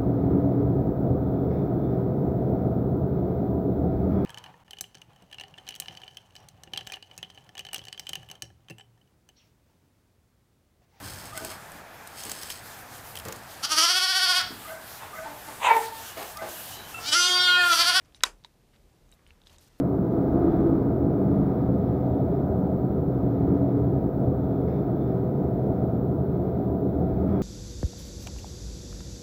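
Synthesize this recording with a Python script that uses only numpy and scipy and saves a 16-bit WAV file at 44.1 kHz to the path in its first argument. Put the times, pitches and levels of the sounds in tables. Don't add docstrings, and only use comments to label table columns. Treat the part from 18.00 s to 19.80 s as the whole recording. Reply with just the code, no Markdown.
import sys
import numpy as np
from scipy import signal
from scipy.fft import rfft, irfft, next_fast_len
from scipy.io import wavfile
from scipy.ndimage import map_coordinates

SR = 44100
rng = np.random.default_rng(int(sys.argv[2]) if len(sys.argv) > 2 else 0)


def elevation(decibels):
    levels = np.asarray(decibels, float)
    return 10 ** (levels / 20)


def int16_out(signal):
    q = np.round(np.clip(np.atleast_2d(signal).T, -1, 1) * 32767)
    wavfile.write(sys.argv[1], SR, q.astype(np.int16))


N = 79380

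# start_s, level_db
SNAP_CONTACTS = [
    (.2355, -14),
    (.2360, -3),
    (.2366, -11),
    (.2381, -12),
    (.2398, -18),
    (.2415, -26),
]
# freq_hz, level_db_per_hz
CRACK_SPECTRUM = [(180, -38), (300, -14), (1140, 0.5), (3300, -3.6), (6500, -5), (9500, -11),
                  (15500, -24.5)]


def unit(x):
    return x / np.sqrt(np.mean(x ** 2) + 1e-20)


def along(points, hz):
    f, v = np.transpose(points)
    return np.interp(np.log(hz + 1), np.log(f + 1), v)


def wobble(rate_hz, size):
    knots = rng.standard_normal(int(size * rate_hz / SR) + 4)
    return map_coordinates(knots, [np.arange(size) * rate_hz / SR])


def filtered(x, response):
    m = next_fast_len(len(x) + 2048)
    return irfft(rfft(x, m) * response(np.fft.rfftfreq(m, 1 / SR)), m)[:len(x)]


def hiss(spectrum, size):
    return unit(filtered(rng.standard_normal(size), lambda hz: elevation(along(spectrum, hz))))


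def peak(hz, q):
    return lambda f: 1j * f * hz / q / (hz * hz - f * f + 1j * f * hz / q)


def ring(modes, t, scatter_db):
    out = np.zeros(len(t))
    for hz, db, t60_s in modes:
        level_db = db + scatter_db * rng.standard_normal() - 60 * t / t60_s
        out += elevation(level_db) * np.sin(2 * np.pi * hz * t)
    return out


def add(track, start_s, x):
    part = track[max(round(start_s * SR), 0):][:len(x)]
    part += x[:len(part)]


def background():
    # time_s, level_db
    rumble_swell = [(0.0, -64), (0.314, -59), (0.466, -69.5), (0.7, -64), (0.946, -66.5), (0.966, -78),
                    (1.002, -63.5), (1.228, -61.5), (1.298, -56.5), (1.402, -64.5), (1.508, -55.5),
                    (1.694, -67), (1.778, -61), (1.8, -71)]
    # freq_hz, level_db_per_hz
    rumble_spectrum = [(18, -29.5), (33, -2.5), (39, 2.5), (46, -6.5), (60, -8), (85, -6), (105, -38.5),
                       (150, -120)]
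    # freq_hz, level_db_per_hz
    air_spectrum = [(30, -38), (70, -8.5), (125, -4), (240, -10.5), (420, -13), (800, -19), (1300, -26),
                    (4000, -29), (15500, -36.5)]
    air_db = -64
    time_s, level_db = np.transpose(rumble_swell)
    rumble = elevation(np.interp(np.arange(N) / SR, time_s, level_db)) * hiss(rumble_spectrum, N)
    air = elevation(air_db + .6 * wobble(4, N)) * hiss(air_spectrum, N)
    return rumble + air


def rubs():
    # start_s, length_s, level_db, centre_hz
    strokes = [(0.001, 0.11, -71.5, 1377), (.05, 0.017, -68, 4030), (0.152, 0.033, -63.5, 3000),
               (0.215, 0.019, -63, 2200), (1.262, 0.072, -70.5, 2330), (.73, 0.044, -68, 1720),
               (1.12, .035, -67, 10900), (1.451, 0.044, -64, 3600), (1.49, 0.082, -64, 3650),
               (.438, 0.0331, -65.5, 3154), (1.49, .06, -70.5, 9000), (1.497, 0.058, -64.5, 800),
               (1.583, 0.11, -65.5, 4500), (1.599, .088, -72.5, 12000), (1.78, 0.043, -64.5, 12000),
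               (1.098, 0.7, -74.5, 1106), (1.693, 0.14, -73.5, 4210)]
    q, edge_s, grit_db, drift_db = 0.68, .01, 2, 1.5
    out = np.zeros(N)
    for start_s, length_s, db, hz in strokes:
        t = np.arange(round(length_s * SR)) / SR
        envelope = np.clip(np.minimum(t, length_s - t) / edge_s, 0, 1)
        level_db = grit_db * wobble(400, SR) + drift_db * wobble(50, SR)
        grit = rng.standard_normal(len(t)) * elevation(level_db[:len(t)])
        rub = unit(filtered(grit, lambda f: peak(hz, q)(f) ** 2))
        add(out, start_s, elevation(db) * envelope * rub)
    return out


def room(x):
    # freq_hz, t60_s
    decay = [(200, .2), (700, 0.19), (2000, .145), (5000, .14), (12000, 0.16)]
    # freq_hz, level_db
    tail_spectrum = [(120, 23), (250, 15), (600, 6), (1500, 1), (4000, -0.67), (8000, 1), (14000, 0.5)]
    gap_s, rise_s = .0125, .0015
    hz, t, z = signal.stft(rng.standard_normal(SR // 2), SR, nperseg=256)
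    level_db = along(tail_spectrum, hz)[:, None] - 60 * t / along(decay, hz)[:, None]
    tail = signal.istft(z * elevation(level_db), SR, nperseg=256)[1]
    tail = tail * (1 - np.exp(-np.arange(len(tail)) / SR / rise_s))
    delayed = np.pad(x, (round(gap_s * SR), 0))
    return signal.fftconvolve(delayed, tail / np.linalg.norm(tail))[:N]


def ticks():
    # start_s, peak_db, pitch_hz, jaw_ring_db
    contacts = [(.0488, -55.5, 6030, -34), (.1235, -56.5, 3030, -17), (0.1468, -42, 4000, -5),
                (0.2073, -40.5, 3170, -21), (0.212, -50, 1770, -25), (0.4388, -48, 4350, -14),
                (0.4475, -34.5, 3630, -11), (.736, -64, 3050, -12), (.762, -58, 3500, -12),
                (1.092, -58.5, 6210, -15), (1.116, -48.5, 8200, -22), (1.1243, -51, 2950, 2.5),
                (1.138, -55.5, 5900, -9), (1.193, -58, 2040, -30), (1.2656, -47.5, 2670, -29.5),
                (1.276, -55.5, 9000, -30), (1.3064, -44, 2600, -36), (1.417, -51.5, 3520, -26),
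                (1.437, -57, 3620, -18), (1.464, -61, 3500, -28), (1.4704, -42, 3640, -25),
                (1.483, -62, 3500, -25), (1.4966, -50.5, 3000, -6.5), (1.533, -59.5, 2000, -27),
                (1.5036, -63, 1027, -30), (1.5839, -44, 6800, -16), (1.611, -53, 13000, -32),
                (1.626, -57, 11000, -28), (1.682, -59, 12880, -31)]
    burst_t60_s, rise_s, body_q, click_db = .012, .00012, 3.2, -4
    jaw_hz, jaw_t60_s = 3822, .034
    out, t = np.zeros(N), np.arange(2000) / SR
    for start_s, db, hz, jaw_db in contacts:
        burst = rng.standard_normal(len(t)) * elevation(-60 * t / burst_t60_s) * (1 - np.exp(-t / rise_s))
        burst[:4] += 2.5
        body = filtered(burst, lambda f: peak(hz, body_q)(f) * peak(hz, 1.2)(f) / (1 + 1j * f / (1.5 * hz)) ** 2)
        click = filtered(burst, lambda f: (1j * f / (700 + 1j * f) / (1 + 1j * f / (1.7 * hz)) ** 2) ** 2)
        jaws = ring([(jaw_hz, jaw_db, jaw_t60_s)], t, scatter_db=0.5) * elevation(0.76 * wobble(300, len(t)))
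        tick = body / abs(body).max() + elevation(click_db) * click / abs(click).max() + jaws
        add(out, start_s, elevation(db) * tick)
    return out


def springs():
    # freq_hz, level_db, t60_s
    coil_modes = [(4877, -7, 0.17), (5389, -8, 0.33), (6040, -9.5, 0.94), (7413, -12.5, 0.26),
                  (7580, 4.5, 0.04), (9259, -5, 0.12), (10900, -5.5, 0.13)]
    start_s, level_db, rise_s, stop_s, fade_s = .146, -56.5, .004, .062, .05
    out, t = np.zeros(N), np.arange(SR // 8) / SR
    envelope = (1 - np.exp(-t / rise_s)) * np.clip((stop_s - t) / fade_s, 0, 1)
    coils = ring(coil_modes, t, scatter_db=1.5) * elevation(4.5 * wobble(150, len(t)))
    add(out, start_s, elevation(level_db) * envelope * coils)
    return out


def snap():
    # freq_hz, level_db, t60_s
    holder_modes = [(640, -20.5, 0.024), (800, -12.5, .025), (1290, -5, 0.017), (1528, -9.5, 0.024),
                    (1954, -5, .015), (2576, 2, 0.011), (3215, 0.97, 0.013), (3450, -4.8, 0.022),
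                    (5400, -4.5, .014), (6390, -5, .013), (7800, -3.5, 0.0075), (8840, -11.5, 0.015),
                    (10800, -13.5, 0.01), (12500, -21.5, .011)]
    # freq_hz, level_db, t60_s
    jaw_modes = [(1020, -4, 0.076), (3830, -1.5, 0.077)]
    holder_db, crack_db, crack_t60_s = -14, -7.5, 0.0099
    swell_db, swell_rise_s, swell_n = -41.5, 0.0012, 600
    jaws_db, jaws_rise_s, grip_s, grip_fade_s = -17, 0.00032, .0108, .0011
    small_hz = 517
    blows, jaws, t = np.zeros(N), np.zeros(N), np.arange(2000) / SR
    for contact_s, db in SNAP_CONTACTS:
        holder = elevation(holder_db) * ring(holder_modes, t, scatter_db=4.5)
        crack = elevation(crack_db - 60 * t / crack_t60_s) * hiss(CRACK_SPECTRUM, len(t))
        add(blows, contact_s, elevation(db) * (holder + crack))
    start_s = SNAP_CONTACTS[0][0]
    growth = np.exp(-t[:swell_n] / swell_rise_s)[::-1]
    add(blows, start_s - swell_n / SR, elevation(swell_db) * growth * hiss(CRACK_SPECTRUM, swell_n))
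    grip = 1 / (1 + np.exp(np.clip((t - grip_s) / grip_fade_s * 2, -50, 50)))
    rise = 1 - np.exp(-t / jaws_rise_s)
    add(jaws, start_s, elevation(jaws_db) * grip * rise * ring(jaw_modes, t, scatter_db=1.5))
    blows = blows * np.pad(grip, (round(start_s * SR), N), constant_values=(1, 0))[:N]
    return filtered(blows, lambda f: (1j * f / (small_hz + 1j * f)) ** 3), jaws


def crack_at_walls(blows):
    heard = np.zeros(N)
    heard[round(SNAP_CONTACTS[1][0] * SR)] = np.linalg.norm(blows)
    return filtered(heard, lambda hz: elevation(along(CRACK_SPECTRUM, hz) + 4))


def release():
    start_s, level_db, freq_hz, t60_s = .4482, -43.5, 947, 0.025
    out, t = np.zeros(N), np.arange(2000) / SR
    add(out, start_s, ring([(freq_hz, level_db, t60_s)], t, scatter_db=0))
    return out


def scene():
    snap_room_db, light_room_db = -10.5, -21.5
    light = rubs() + ticks() + springs() + release()
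    blows, jaws = snap()
    snap_heard = .25 * blows + crack_at_walls(blows)
    wet = room(elevation(snap_room_db) * snap_heard + elevation(light_room_db) * light)
    return (background() + light + blows + jaws + wet)[None]


def roll_off(x):
    return signal.sosfilt(signal.butter(12, 15920, fs=SR, output="sos"), x)


def record(dry):
    top_hz = 15200
    mix = filtered(dry[0], lambda hz: 1 / (1 + (hz / top_hz) ** 120))[None]
    return roll_off(mix)


dry = scene()
out = record(dry)
int16_out(out)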